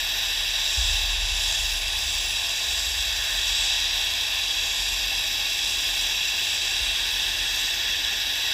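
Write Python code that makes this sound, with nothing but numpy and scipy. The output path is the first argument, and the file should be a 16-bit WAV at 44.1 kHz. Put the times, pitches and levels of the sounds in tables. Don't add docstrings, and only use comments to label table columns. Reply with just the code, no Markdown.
import sys
import numpy as np
from scipy import signal
from scipy.fft import rfft, irfft, next_fast_len
from scipy.io import wavfile
from scipy.ndimage import uniform_filter1d, map_coordinates

SR = 44100
rng = np.random.default_rng(int(sys.argv[2]) if len(sys.argv) > 2 else 0)


def master(y):
    cut = np.clip(np.atleast_2d(y).T, -1, 1)
    pcm = np.round(cut * 32767)
    wavfile.write(sys.argv[1], SR, pcm.astype(np.int16))


def nominal_scale(level):
    x = np.asarray(level, float) / 20
    return 10 ** x


N = 376173
STFT_SIZE = 512

# frequency in [Hz], density in [dB per Hz].
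JET_DB = [(60, -120), (98, -27), (400, -21), (800, -13.5), (1300, -12.5), (1750, -3.5), (2700, -4),
          (3500, -5), (5000, -6), (7500, -19.5), (9000, -26.5), (10400, -20), (12000, -24.5),
          (15400, -25.5)]
# time in [s], strength in [dB].
FLOW_DB = [(0.0, -24.5), (0.02, -26.5), (0.71, -25), (0.92, -24), (1.21, -26), (1.49, -24.5), (1.83, -27),
           (2.21, -26), (3.26, -26.5), (3.59, -23.5), (4.11, -25.5), (4.44, -25), (5.08, -26.5),
           (6.08, -25), (6.49, -25.5), (8.48, -26.5), (8.53, -25.5)]
# time in [s], drawn back [0-1], flame wraps the part [0-1].
HAND = [
    (0, 0.73, .1),
    (1.2, 0.13, 0),
    (2.2, .05, 0.37),
    (3.9, 0.42, 0.1),
    (5, 0, 0.64),
    (5.9, 0.23, 0.94),
    (6.6, 0.4, 0.67),
    (7.8, 1, 1),
    (8.53, 1, 0.7),
]
# time in [s], half length in [s], level in [dB].
FACES = [(.8, 0.18, 4), (1.552, 0.19, 3.5), (2.12, .13, 3.5), (2.85, 0.36, 3.5), (3.62, 0.17, 4),
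         (4.78, 0.2, 2.5), (5.8, .3, 2), (6.549, 0.24, 2.5), (7.6, .2, 2.5)]
# level in [dB], share of flow [dB/dB], share of splash [dB/dB],
# change drawn back in [dB], change wrapped in [dB].
BANDS = [
    (-56.5, .1, -0.18, 0.5, 4.5),
    (-44.5, 0.17, -0.0055, -.3, -1),
    (-41.5, 0.15, 0.017, 5, -.5),
    (-33.5, 0.77, -0.31, -0.8, 1.5),
    (-28, 1.33, -0.063, 0.85, 0.15),
    (-33, .8, 0.36, -.3, 0.35),
    (-39, .3, 1.22, -1.5, -0.45),
    (-45.5, .05, 0.42, 0, -1.2),
    (-43.5, .05, -0.0028, 2.2, 1),
]
SEAMS_HZ = [450, 1350, 2100, 2820, 4250, 6300, 8600, 11800]
# time in [s], centre # in [Hz], half length in [s], level in [dB].
GLINT = [(.1, 12400, .3, 10), (.35, 14130, .5, 6), (.1, 12000, .5, -5), (1.2, 13000, .45, -5),
         (.93, 15160, .17, 5), (1.15, 8700, .35, -3), (1.66, 14500, .13, 10), (2.2, 10500, .5, 2.5),
         (2.17, 15160, .17, 7), (3.3, 12300, .2, 5), (3.35, 14040, .25, 5), (.85, 11900, .3, 4),
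         (4.15, 10200, 0.26, -2.5), (7.5, 12150, .35, 2), (3.55, 11000, .3, -2), (4.99, 12000, .5, 2.5),
         (5.06, 12000, .3, 5), (5.55, 13500, .3, 7), (5.5, 14600, .25, 4), (5.91, 9600, 0.2, 5),
         (6.15, 15160, .17, 5), (6.18, 12000, .17, 7), (8.33, 11650, 0.19, 4), (6.6, 12500, .3, -5),
         (7.18, 13950, .5, -5), (7.2, 8700, 0.49, 6), (7.51, 13500, .27, 3), (8.1, 10200, 0.39, -10),
         (8.36, 15500, .17, 6),
         (1.6, 2450, .12, -1.5), (2.2, 1700, .1, -2.5), (2.3, 4200, 0.16, -2.5), (3.248, 1750, .15, 4.5),
         (3.42, 2600, .12, -2.5), (4.596, 2400, 0.098, -1), (4.6, 5400, .2, -2), (5.2, 1750, .12, 2),
         (5.3, 5100, .3, 2), (6.15, 4200, .2, -3), (6.7, 2450, .35, 1)]
GLINT_WIDTH_HZ = 460
# time in [s], half length in [s], level in [dB].
SHADE = [(0.312, .3, -1), (1, .12, -2), (1.86, .06, -3), (2.3, .08, -2), (2.72, .15, 2.5), (3.83, .12, -4),
         (5.2, .1, -4), (6.22, .1, -4), (6.68, .15, 2.5), (7.98, 0.18, -3)]
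SHADE_HZ, SHADE_WIDTH_HZ = 13500, 1400
# frequency in [Hz], share [0-1].
SCATTER = [(300, 0.018), (2000, 0.047), (6000, 0.09), (10000, 0.62), (15000, 0.34)]
# delay in [s], drift in [knots per s].
ECHO_PATHS = [(.0007, 0.487), (.0013, 0.69), (.0022, 1.1), (.0036, 1.8)]
# frequency in [Hz], depth in [dB].
PATCHY_DB = [(4000, .1), (8000, .8), (13000, 2)]
# frequency in [Hz], depth in [dB].
FLUTTER_DB = [(1000, 1), (3500, .5), (6000, 0.9), (9000, 0.9), (14000, 1)]
# centre in [Hz], width in [Hz], gain in [dB].
HOUSING = [(231, 20, -6), (517, 175, -5), (763, 38, -5), (800, 52, 2), (978, 80, -8), (1008, 8, 6),
           (1167, 12, -5), (1325, 625, -16), (1565, 38, -7), (2060, 625, -14.5), (2370, 115, -10.5),
           (2728, 85, 10.5), (2820, 250, -13), (3130, 174, -8), (3345, 160, 7), (3850, 50, 2.5),
           (3520, 30, -3), (3870, 300, 8.5), (4250, 807, -20.5), (5200, 121, -5.5), (5310, 202, -5.5),
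           (5580, 243, 4), (6270, 625, -7.5), (6430, 162, 9.5), (6670, 347, -8.5), (7210, 59, -5.5),
           (7620, 384, 9), (9540, 587, -12), (10900, 610, -8.5), (13100, 200, 3)]
# start in [s], level in [dB], hold in [s].
ROOM = [
    [(-.1, -44, 0.91), (.77, -30.5, 0.46), (1.55, -37.5, 0.31), (2.05, -42.5, .3), (3.2, -42.5, 0.75),
     (4.5, -45.5, 0.9), (5.72, -46.5, 0.43), (6.58, -47.5, 1.1)],
    [(-.1, -51, .7), (.9, -43, 0.58), (2.65, -42, 0.93), (4.2, -48, .3), (4.72, -40, 0.3),
     (5.55, -47.5, .45), (6.8, -42, .08), (7.0, -45.5, 0.46), (7.75, -49, .5)],
    [(.77, -37, .1), (1.1, -39, .1), (1.55, -38.5, 0.089), (1.95, -46, .3), (2.8, -42.5, .35),
     (3.3, -51, .3), (6.8, -45, .06), (7.8, -50, .25)],
    [(.77, -36, 0.09), (1.27, -39, 0.11), (1.75, -45, 0.35), (2.6, -48, .55), (3.4, -52, 0.8)],
]
ROOM_HZ = [37.5, 45.6, 60, 69.7]
FALL_DB_PER_S = [35, 55, 60, 65]
RISE_S, QUIET_DB = 0.048, -59
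# time in [s], peak in [dB], frequency in [Hz], t60 in [s].
THUDS = [
    (0.77, -8.5, 60, 0.14),
    (6.804, -22, 50, 0.19),
]
# frequency in [Hz], level in [dB rms].
HUM = [(92, -55.5), (73.8, -60.5), (111, -79)]
# frequency in [Hz], density in [dB per Hz].
TRAFFIC_DB = [(8, -120), (16, -17), (28, -1), (40, -2), (70, 2), (92, -2), (102, -16), (150, -120)]
# time in [s], centre in [Hz], width in [Hz], level in [dB].
STRAYS = [(1.8, 14500, 1700, -60), (2.36, 4700, 1200, -41), (2.36, 11100, 1600, -51),
          (4.75, 4800, 1200, -40), (4.75, 8200, 1700, -48), (4.75, 13900, 1700, -56),
          (6.285, 5900, 1500, -37), (6.285, 8900, 3000, -48)]
TOP_HZ = 15310


def torch():
    jet = walls(filtered(rng.standard_normal(N), housing), t60_s=.14, db=-24)
    hz, t, z = signal.stft(jet, SR, nperseg=STFT_SIZE, noverlap=STFT_SIZE * 3 // 4)
    moving = echoes(hz, t)
    band = np.searchsorted(SEAMS_HZ, hz)
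    shape = housing(hz)[:, None] * moving
    power = np.array([np.sum(shape[band == k] ** 2, axis=0) for k in range(len(SEAMS_HZ) + 1)])
    band_gain = nominal_scale(band_db(t)) * np.sqrt(len(hz) / power)
    gain = uniform_filter1d(band_gain[band], size=3, axis=0)
    gain = gain * nominal_scale(glints_db(hz, t)) * flicker(hz, t)
    return signal.istft(z * moving * gain, SR, nperseg=STFT_SIZE, noverlap=STFT_SIZE * 3 // 4)[1][:N]


def band_db(t):
    flow_db, = curves(FLOW_DB, t)
    back, wrap = curves(HAND, t)
    splash_db = sum(db * bump(t, s, half_s) for s, half_s, db in FACES)
    return np.array(BANDS) @ [np.ones_like(t), flow_db - flow_db.mean(), splash_db, back, wrap]


def glints_db(hz, t):
    db_map = np.outer(bump(hz, SHADE_HZ, SHADE_WIDTH_HZ), sum(db * bump(t, s, half_s) for s, half_s, db in SHADE))
    for s, centre_hz, half_s, db in GLINT:
        db_map += db * np.outer(bump(hz, centre_hz, GLINT_WIDTH_HZ), bump(t, s, half_s))
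    return db_map


def flicker(hz, t):
    chance = rng.standard_normal((24, 600))
    patches = map_coordinates(chance[:, 500:], np.meshgrid(hz / 1000, t * 7, indexing="ij"))
    eddies = map_coordinates(chance, np.meshgrid(hz / 1200, t * 55, indexing="ij"))
    flutter = 0.26 * wobble(45, t) + 0.27 * wobble(115, t) + 0.52 * eddies
    return nominal_scale(along(PATCHY_DB, hz)[:, None] * patches + along(FLUTTER_DB, hz)[:, None] * flutter)


def echoes(hz, t):
    turns = [np.outer(hz, delay_s + .00012 * wobble(rate, t)) for delay_s, rate in ECHO_PATHS]
    comb = sum(np.exp(-2j * np.pi * u) for u in turns) / 2
    return np.abs(1 + along(SCATTER, hz)[:, None] * comb)


def housing(hz):
    gain = 1
    for centre_hz, width_hz, db in HOUSING:
        off, damp = centre_hz ** 2 - hz ** 2, 1j * hz * width_hz
        gain = gain * np.abs((off + damp * nominal_scale(db)) / (off + damp))
    leak = np.interp(hz, [4500, 6000], [.08, .35])
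    return nominal_scale(along(JET_DB, hz)) * np.hypot(gain, leak)


def walls(x, t60_s, db):
    t = np.arange(SR // 4) / SR
    tail = rng.standard_normal(len(t)) * nominal_scale(-60 * t / t60_s) * (t > .004)
    tail = np.convolve(tail, np.hanning(17))
    answer = signal.fftconvolve(x, tail / np.linalg.norm(tail))[:N]
    return (x + nominal_scale(db) * answer) / np.sqrt(1 + nominal_scale(db))


def sputter(x, db, edge_hz):
    t = np.arange(N) / SR
    knots = rng.exponential(size=8000) - 1
    bursts = np.interp(t * 500, np.arange(len(knots)), knots)
    treble = filtered(x, lambda hz: 1 / (1 + (edge_hz / (hz + 1)) ** 4))
    gain = nominal_scale(db * bursts)
    return x + treble * (gain / np.sqrt(np.mean(gain ** 2)) - 1)


def rumble():
    t = np.arange(N) / SR
    levels_db = [swells(rows, fall, t) for rows, fall in zip(ROOM, FALL_DB_PER_S)]
    low = np.zeros(N)
    for hz, db in zip(ROOM_HZ, levels_db):
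        low += nominal_scale(db + 1.2 * wobble(5, t)) * tone(hz, .91, t)
    for hz, db in HUM:
        low += nominal_scale(db + 1.5 * wobble(4.5, t)) * tone(hz, .38, t)
    low += nominal_scale(levels_db[3] - 23) * tone(116.5, .4, t)
    wash = filtered(rng.standard_normal(N), lambda hz: nominal_scale(along(TRAFFIC_DB, hz)))
    loudness = np.sqrt(np.sum(nominal_scale(levels_db) ** 2, axis=0))
    low += wash / wash.std() * (nominal_scale(-16) * loudness + nominal_scale(-65))
    for s, db, hz, t60_s in THUDS:
        u = np.clip(t - s, 0, None)
        onset = 1 - np.exp(-(u / 0.017) ** 2)
        low -= nominal_scale(db - 60 * u / t60_s) * onset * np.sin(2 * np.pi * hz * u)
    return low


def swells(rows, fall_db_per_s, t):
    step = t[::STFT_SIZE // 2]
    power = nominal_scale(2 * QUIET_DB)
    for s, db, hold_s in rows:
        u = np.clip(step - s, 0, None)
        fall_db = fall_db_per_s * np.clip(u - hold_s, 0, None)
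        power = power + (nominal_scale(db - fall_db) * (1 - bump(u, 0, RISE_S))) ** 2
    return np.interp(t, step, 10 * np.log10(power))


def tone(hz, drift_rad, t):
    return np.sqrt(2) * np.sin(2 * np.pi * hz * t + drift_rad * wobble(2.7, t))


def strays():
    out, t = np.zeros(N), np.arange(2 * STFT_SIZE)
    for s, hz, width_hz, db in STRAYS:
        edges_hz = np.clip([hz - width_hz / 2, hz + width_hz / 2], 100, SR / 2 - 100)
        band = signal.butter(10, edges_hz, "band", fs=SR, output="sos")
        puff = signal.sosfilt(band, rng.standard_normal(len(t)))
        out[round(s * SR) - STFT_SIZE:][:len(t)] += nominal_scale(db + 3) * np.hanning(len(t)) * puff / puff.std()
    return out


def filtered(x, response):
    m = next_fast_len(N + 8192)
    return irfft(rfft(x, m) * response(np.fft.rfftfreq(m, 1 / SR)), m)[..., :N]


def along(points, hz):
    f, v = np.transpose(points)
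    return np.interp(np.log(hz + 1), np.log(f + 1), v)


def curves(rows, t):
    s, *cols = np.transpose(rows)
    return [np.interp(t, s, c) for c in cols]


def wobble(rate, t):
    return map_coordinates(rng.standard_normal(999), [t * rate], mode="wrap")


def bump(x, centre, half):
    return np.exp(-((x - centre) / half) ** 2)


def scene():
    return np.tile(sputter(torch(), db=1.16, edge_hz=4300) + rumble(), (2, 1))


def top_cut(x):
    return signal.sosfilt(signal.butter(12, 15660, fs=SR, output="sos"), x)


def record(dry):
    mix = filtered(dry + strays() * [[1], [-1]], lambda hz: hz < TOP_HZ)
    return top_cut(mix)


dry = scene()
out = record(dry)
master(out)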